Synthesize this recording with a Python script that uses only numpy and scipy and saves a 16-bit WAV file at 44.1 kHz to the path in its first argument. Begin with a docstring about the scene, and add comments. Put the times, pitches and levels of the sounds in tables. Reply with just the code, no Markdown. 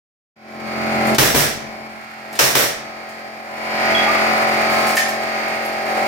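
"""Air compressor and nailer in a bare room

A small piston compressor hums and buzzes at harmonics of its shaft rate, over the noise of its valves.
An air nailer fires twice into a beam: each impact excites housing and timber, and exhaust air follows.
The tool is then lowered with squeaks, scuffs and a clank. The sound fades in at a moving microphone,
whose gain control holds the compressor down for a while after each loud blow."""
import sys
import numpy as np
from scipy import signal
from scipy.fft import rfft, irfft
from scipy.io import wavfile
from scipy.ndimage import uniform_filter1d, minimum_filter1d

SR = 44100
rng = np.random.default_rng(int(sys.argv[2]) if len(sys.argv) > 2 else 0)


def store_wav(level_fs):
    """Save 16-bit WAV to argv[1]."""
    pcm = np.round(np.clip(np.atleast_2d(level_fs), -1, 1) * 32767)
    wavfile.write(sys.argv[1], SR, pcm.T.astype(np.int16))


N = 267687
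TIME = np.arange(N) / SR
FREQS = np.fft.rfftfreq(N, 1 / SR)
SHAFT_HZ, SLOWING_HZ_PER_S = 44.0, 0.027

# Harmonics of the pump's hum: shaft order, relative level/dB
HUM_ORDERS = [(1, -35), (2, -21.5), (3, -17.5), (4, -35.5), (5, -3.5), (6, -18), (7, -12.5), (8, -8),
              (9, -9), (10, -11), (11, -20.5), (12, -9), (13, -3), (14, -6), (15, 0.5), (16, -7), (17, 0),
              (18, -2), (19, -5.5), (20, -11)]
# Spectral envelope of the pump's metal buzz: f/Hz, relative level/dB
BUZZ_ENVELOPE = [(860, -40), (1300, -45), (1600, -45), (2200, -36.5), (2700, -46), (3500, -56),
                 (4500, -50.5), (6000, -58.5), (9000, -84)]
# Resonances that lift the nearest shaft order: f/Hz, relative level/dB
PUMP_RESONANCES = [(1007, -37), (1050, -40), (1098, -40.5), (1227, -43), (1270, -37), (1314, -40),
                   (1362, -37), (1448, -38), (1620, -41), (1841, -49), (2019, -46), (2148, -38.5),
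                   (2191, -34.5), (2326, -39), (2369, -40.5), (4167, -47), (4474, -40.5), (4780, -42.5)]
# Spectrum of valve clatter and intake air: f/Hz, relative density/dB
CLATTER_SPECTRUM = [(30, -23), (70, -21.5), (160, -9), (330, -5), (750, 3), (1050, 0.5), (1600, -1),
                    (2300, 0.5), (2850, -12.5), (3600, -14.5), (4600, -15), (6200, -20.5), (7500, -19.5),
                    (8300, -24), (9700, -22), (11000, -25), (12000, -22.5), (15500, -29)]
# Likeness of the clatter at the two ears: f/Hz, coherence (0-1)
CLATTER_COHERENCE = [(40, 0.2), (200, 1), (600, 0.54), (1100, 0.61), (3000, 0.32), (12000, 0.12)]
# Stereo balance of the compressor: f/Hz, left minus right level/dB
PUMP_BALANCE = [(80, 2.5), (220, -1), (450, 1.5), (640, 4.5), (780, -0.5), (1100, -1.5), (1700, -1.5),
                (4000, 0.5), (12000, -1.5)]
# Nailer shots: t/s, crack level/dB, driver return level/dB, timber level/dB, air decay time/s
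NAIL_SHOTS = [(1.182, 10, 3, 1, .13), (2.389, 8.5, 4.5, -8.5, 0.12)]
# Spectrum of the driver's impact: f/Hz, relative density/dB
CRACK_SPECTRUM = [(60, -10), (300, -3), (700, 6.5), (1200, 4), (2100, 5), (3000, 1.5), (5700, -0.5),
                  (8000, -6), (15500, -9)]
# Spectrum of the struck beam and wall: f/Hz, relative density/dB
TIMBER_SPECTRUM = [(30, -13), (45, -32), (62, 0), (100, -13), (140, 4.5), (200, -1), (330, 0), (600, -10.5),
                   (1100, -10.5), (2500, -26), (9000, -60)]
# Spectrum of the escaping air: f/Hz, relative density/dB
AIR_SPECTRUM = [(50, -35), (160, -25), (400, -2), (640, 2), (900, -7), (1800, -3), (3000, -8), (5500, -10),
                (9000, -11), (15700, -9)]
# Resonances of the nailer's metal housing: f/Hz, bandwidth/Hz, lift/dB
HOUSING_MODES = [(1890, 67, 1), (3480, 180, 1), (5600, 630, 5)]
# Clicks and scuffs of the handled tool: t/s, level/dB, decay time/s, centre f/Hz
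HANDLING_BURSTS = [(1.07, -21.5, 0.0077, 10750), (2.328, -17, 0.0086, 5070), (3.09, -22, 0.011, 4940),
                   (4.7, -33, 0.17, 6500), (4.868, -25, 0.055, 6060), (4.955, -18, 0.03, 9000),
                   (4.968, -8, .022, 3300), (5.086, -19, 0.012, 5970), (5.484, -22, 0.0029, 4680),
                   (5.65, -23, 0.0061, 7430)]
# Metal squeaks and rings as the worker shifts: t/s, level/dB, duration/s, f/Hz, spread/Hz
METAL_SQUEAKS = [(3.947, -14, 0.022, 3300, 12), (4.057, -14.5, 0.027, 820, 28),
                 (4.068, -27, .025, 2595, 32), (4.071, -17.5, 0.048, 1195, 33),
                 (4.965, -8.5, 0.02, 1786, 67), (4.967, -12, 0.026, 1967, 680),
                 (5.662, -26.5, 0.0084, 11380, 150)]
# Path of the microphone: t/s, place in the standing waves (0-1), bass level/dB, treble level/dB
MIC_PATH = [(1.15, 0.34, 12, 0.5), (2.5, 0, 2.5, -0.74), (4.9, 0, .5, 1.5), (5.9, 0.59, -3.5, -1)]
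# Standing waves of the room: f/Hz, half-width/Hz, gain from place 0 to place 1/dB
ROOM_MODES = [(395, 25, 5), (445, 25, -6), (605, 34, 7.5), (680, 35, -5), (788, 27, 7.5), (850, 35, -6)]
# Reverberation time of the room: f/Hz, T60/s
ROOM_T60 = [(100, 1), (500, 0.44), (2000, 0.56), (6000, 0.5), (14000, 0.22)]


def compressor():
    """Superposition: hum and buzz, locked to one shaft, add to the broadband clatter."""
    turns = shaft_turns()
    return standing_waves(hum(turns)) + buzz(turns) + clatter()


def shaft_turns(jitter_turns=0.0014, zero_phase_s=4.4985):
    """Phase is the integral of speed: the shaft slows as the tank fills, at a slightly uneven pace."""
    turns = np.cumsum(SHAFT_HZ - SLOWING_HZ_PER_S * TIME) / SR
    return turns - np.interp(zero_phase_s, TIME, turns) + jitter_turns * drift(32)


def hum(turns, level_db=-21.5, knock_hz=720, knock_width_hz=230, blur_rad=0.9):
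    """Periodic knocks in the pump head give harmonics; the room scrambles phases off the knock's band."""
    orders, db = np.transpose(HUM_ORDERS)
    hz = SHAFT_HZ * orders
    scramble_rad = 2 * (1 - np.exp(-((hz - knock_hz) / knock_width_hz) ** 4))
    lines = amplitude(db) * np.exp(1j * (blur_rad + scramble_rad) * rng.standard_normal(len(hz)))
    lines /= np.linalg.norm(lines)
    ears = pump_balance(hz) + np.array([[1j], [-1j]]) * 0.3 * np.sqrt(hz / knock_hz)  # the left leads
    tone = wavering(turns, lines * ears, waver_db=-10.5, waver_hz=14, copies=2)
    return tone * amplitude(level_db - 0.24 * drift(16))  # no two strokes are equally hard


def buzz(turns, uneven_db=5, resonance_lift_db=3):
    """Forced vibration: high shaft orders drive the pump's metal, and those at a resonance stand out."""
    final_hz = SHAFT_HZ - SLOWING_HZ_PER_S * TIME[-1]
    hz = final_hz * np.arange(len(HUM_ORDERS) + 1, BUZZ_ENVELOPE[-1][0] // final_hz + 1)
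    line_db = lookup(BUZZ_ENVELOPE, hz) + uneven_db * rng.uniform(-1.42, 1, (2, len(hz)))
    for resonance_hz, db in PUMP_RESONANCES:
        line_db[:, np.argmin(abs(hz - resonance_hz))] = db + resonance_lift_db
    lines = random_phases(amplitude(line_db)) * pump_balance(hz)
    lines = np.pad(lines, ((0, 0), (len(HUM_ORDERS), 0)))  # the low orders belong to the hum
    return wavering(turns, lines, waver_db=1, waver_hz=1.57, copies=4)


def wavering(turns, lines, waver_db, waver_hz, copies):
    """Interference: each order flickers on its own as loose parts and echo paths shift."""
    loose = sum(drift(waver_hz) * harmonic_wave(turns, random_phases(lines)) for _ in range(copies))
    share = amplitude(waver_db)
    return (harmonic_wave(turns, lines) + share * loose / np.sqrt(copies)) / np.hypot(1, share)


def harmonic_wave(turns, lines, size=4096):
    """Fourier synthesis: complex shaft orders sum to a wave that repeats once a turn at each ear."""
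    periods = irfft(np.pad(lines, ((0, 0), (1, 0))), size) * size / np.sqrt(2)
    return np.array([np.interp(turns % 1, np.arange(size) / size, wave, period=1) for wave in periods])


def clatter(level_db=-22, flutter_db=1.25, right_lag_s=0.00043):
    """Partial coherence: fluttering valve and intake noise reaches the right ear later and partly alike."""
    left, independent = rfft(rng.standard_normal((2, N)))
    coherence = lookup(CLATTER_COHERENCE, FREQS)
    delayed = left * np.exp(-2j * np.pi * FREQS * right_lag_s)
    right = coherence * delayed + np.sqrt(1 - coherence ** 2) * independent
    colour = amplitude(lookup(CLATTER_SPECTRUM, FREQS)) * pump_balance(FREQS)
    noise = irfft(np.array([left, right]) * colour, N)
    return unit_rms(noise) * amplitude(level_db + flutter_db * drift(65))


def pump_balance(hz):
    """Interaural level difference: the compressor's left and right gains depend on frequency."""
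    return ear_gains(lookup(PUMP_BALANCE, hz))


def nailer(crack_decay_s=0.02, boom_decay_s=0.045, air_db=3, exhaust_delay_s=0.162):
    """Impact and jet noise: driver cracks, timber booms and air rushes, on the shot and on the return."""
    impacts, air, t = np.zeros((2, N)), np.zeros((2, N)), TIME[:SR]
    impact_rise = np.minimum(t / 0.0022, 1)
    air_rise = 1 - np.exp(-t / 0.0027)
    for shot_s, shot_db, return_db, timber_db, air_s in NAIL_SHOTS:
        drive = (shot_s, shot_db, air_s)
        exhaust = (shot_s + exhaust_delay_s, return_db, 0.88 * air_s)
        for start_s, crack_db, rush_s in (drive, exhaust):
            crack = housing_noise(CRACK_SPECTRUM, crack_db, ragged_db=3, stereo_spread=1)
            boom = housing_noise(TIMBER_SPECTRUM, timber_db, ragged_db=4, stereo_spread=0.2)
            rush = housing_noise(AIR_SPECTRUM, air_db, ragged_db=1, stereo_spread=0.68)
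            impact = crack * np.exp(-t / crack_decay_s) + boom * np.exp(-t / boom_decay_s)
            add(impacts, start_s, impact * impact_rise)
            add(air, start_s, rush * air_rise * gaussian(t, 0, rush_s))
    return reverberate(impacts, wet_db=-2) + reverberate(air, wet_db=1.5) * ear_gains(-1.5)


def housing_noise(spectrum, level_db, ragged_db, stereo_spread):
    """Source and filter: the housing's resonances colour one second of ragged stereo noise."""
    hz = np.fft.rfftfreq(SR, 1 / SR)
    lift_db = sum(db / (1 + (2 * (hz - mode_hz) / width) ** 2) for mode_hz, width, db in HOUSING_MODES)
    mid, side = rfft(rng.standard_normal((2, SR)))
    ears = np.array([mid + stereo_spread * side, mid - stereo_spread * side])
    noise = irfft(ears * amplitude(lookup(spectrum, hz) + lift_db), SR)
    return unit_rms(noise) * amplitude(level_db + ragged_db * drift(114)[:SR])


def handling(trigger_lead_s=0.035, trigger_db=-14, trigger_decay_s=0.02, trigger_hz=2960):
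    """Contact noise: trigger, nail strip and tool belt give broad bursts that decay exponentially."""
    bursts, t = np.zeros(N), TIME[:SR // 2]
    hz = np.fft.rfftfreq(len(t), 1 / SR)
    triggers = [(shot[0] - trigger_lead_s, trigger_db, trigger_decay_s, trigger_hz) for shot in NAIL_SHOTS]
    for start_s, db, decay_s, centre_hz in triggers + list(HANDLING_BURSTS):
        hump = np.exp(-0.5 * np.log((hz + 1) / centre_hz) ** 2)
        noise = unit_rms(irfft(rfft(rng.standard_normal(len(t))) * hump, len(t)))
        add(bursts, start_s, amplitude(db) * noise * np.exp(-t / decay_s))
    return reverberate(bursts, wet_db=4)


def squeaks():
    """Friction: metal rubbing on metal gives brief tones, rough in amplitude and phase."""
    tones = np.zeros(N)
    for start_s, db, duration_s, hz, spread_hz in METAL_SQUEAKS:
        t = TIME[:round(duration_s * SR)]
        grip = (drift(spread_hz) + 1j * drift(spread_hz))[:len(t)]
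        tone = unit_rms((grip * np.exp(2j * np.pi * hz * t)).real)
        add(tones, start_s, amplitude(db) * tone * signal.windows.tukey(len(t), 0.5))
    return reverberate(tones, wet_db=0)


def standing_waves(x):
    """Room modes: some tones swell and others sink as the microphone moves between nodes and antinodes."""
    place, _, _ = mic_path()
    change_db = sum(db * gaussian(FREQS, hz, width) for hz, width, db in ROOM_MODES)
    return (1 - place) * x + place * filtered(x, amplitude(change_db))


def moving_microphone(x, dip_s=2.076, dip_hz=410, dip_depth=0.86):
    """Time-varying filtering: bass and treble follow the microphone's path; the low mids dip briefly."""
    _, bass_db, treble_db = mic_path()
    bass = filtered(x, lowpass(305) - lowpass(54.7))
    treble = filtered(x, 1 - lowpass(930))
    low_mids = filtered(x, gaussian(FREQS, dip_hz, width=420))
    dip = dip_depth * gaussian(TIME, dip_s, width=0.19)
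    return x + bass * (amplitude(bass_db) - 1) + treble * (amplitude(treble_db) - 1) - low_mids * dip


def mic_path():
    """Linear interpolation gives place, bass level and treble level at every sample."""
    times, *columns = np.transpose(MIC_PATH)
    return [np.interp(TIME, times, column) for column in columns]


def reverberate(x, wet_db, coherent_hz=500):
    """Diffuse field: a dense tail follows the direct sound, each band dying at its own rate."""
    hz, t, (left, independent) = signal.stft(rng.standard_normal((2, SR)), SR, nperseg=256)
    coherence = 0.99 * np.exp(-hz[:, None] / coherent_hz)  # long waves reach both ears alike
    right = coherence * left + np.sqrt(1 - coherence ** 2) * independent
    decay = amplitude(-60 * t / lookup(ROOM_T60, hz)[:, None])
    tail = signal.istft(np.array([left, right]) * decay, SR, nperseg=256)[1]
    tail *= ramp(0.002, 0.0037)[:tail.shape[1]]
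    wet = signal.fftconvolve(np.atleast_2d(x), tail / np.linalg.norm(tail[0]), axes=1)[:, :N]
    return (x + amplitude(wet_db) * wet) / np.hypot(1, amplitude(wet_db))


def gain_control(x, limit_db=-14.5, range_db=15.5, give_back_db=2, hold_s=0.87, recover_db_per_s=37):
    """Compression: the gain drops for a loud blow, gives a little back, holds, then recovers."""
    look_ahead_s, smoothing_s = 0.009, 0.038
    power_db = 10 * np.log10(abs(uniform_filter1d((x ** 2).mean(0), size=1000)) + 1e-12)
    excess_db = np.interp(TIME + look_ahead_s, TIME, power_db - limit_db)
    hold = round(hold_s * SR)
    recent_peak_db = -minimum_filter1d(-excess_db, hold, origin=(hold - 1) // 2, mode="constant")
    wanted_db = np.clip(np.maximum(excess_db, recent_peak_db - give_back_db), 0, range_db)
    recovery_db = TIME * recover_db_per_s
    cut_db = np.maximum.accumulate(wanted_db + recovery_db) - recovery_db
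    return x / amplitude(uniform_filter1d(cut_db, round(smoothing_s * SR)))


def amplitude(db):
    """Amplitude ratio of a level in decibels."""
    return 10 ** (np.asarray(db) / 20)


def ear_gains(left_minus_right_db):
    """A level difference split evenly between the ears."""
    return amplitude(np.array([[0.5], [-0.5]]) * left_minus_right_db)


def unit_rms(x):
    """Normalisation to rms 1."""
    return x / np.sqrt(np.mean(x ** 2) + 1e-20)


def lookup(table, hz):
    """Interpolation on a logarithmic frequency axis."""
    table_hz, values = np.transpose(table)
    return np.interp(np.log(hz + 1), np.log(table_hz + 1), values)


def add(mix, start_s, sound):
    """Superposition of a sound on the mix from start_s on."""
    part = mix[..., round(start_s * SR):][..., :sound.shape[-1]]
    part += sound[..., :part.shape[-1]]


def random_phases(lines):
    """Rotation of each spectral line by a random angle."""
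    return lines * np.exp(2j * np.pi * rng.random(lines.shape))


def drift(hz):
    """Random fluctuation of rms 1, band-limited to about hz."""
    return unit_rms(filtered(rng.standard_normal(N), gaussian(FREQS, 0, hz)))


def filtered(x, response):
    """Filtering as multiplication of the spectrum."""
    return irfft(rfft(x) * response, N)


def lowpass(hz):
    """Fourth-order low-pass response, one half at hz."""
    return 1 / (1 + (FREQS / hz) ** 4)


def gaussian(x, centre, width):
    """Bell curve of height 1, down to 1/e at centre +/- width."""
    return np.exp(-((x - centre) / width) ** 2)


def ramp(start_s, rise_s):
    """Linear rise from 0 to 1."""
    return np.clip((TIME - start_s) / rise_s, 0, 1)


def scene():
    """Superposition of the compressor, the nailer and the worker's small noises."""
    return moving_microphone(compressor()) + nailer() + handling() + squeaks()


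def record(dry, cutoff_hz=15900):
    """Signal chain: gain control, a fade-in from silence, full-scale clipping and a band limit."""
    fade_in = ramp(0.29, 0.84) ** 1.77 * ramp(0.357, 0.009)
    clipped = np.clip(gain_control(dry) * fade_in, -1, 1)
    band_limit = signal.firwin(511, cutoff_hz, window=("kaiser", 9), fs=SR)
    return signal.oaconvolve(clipped, band_limit[None], "same")


dry = scene()
out = record(dry)
store_wav(out)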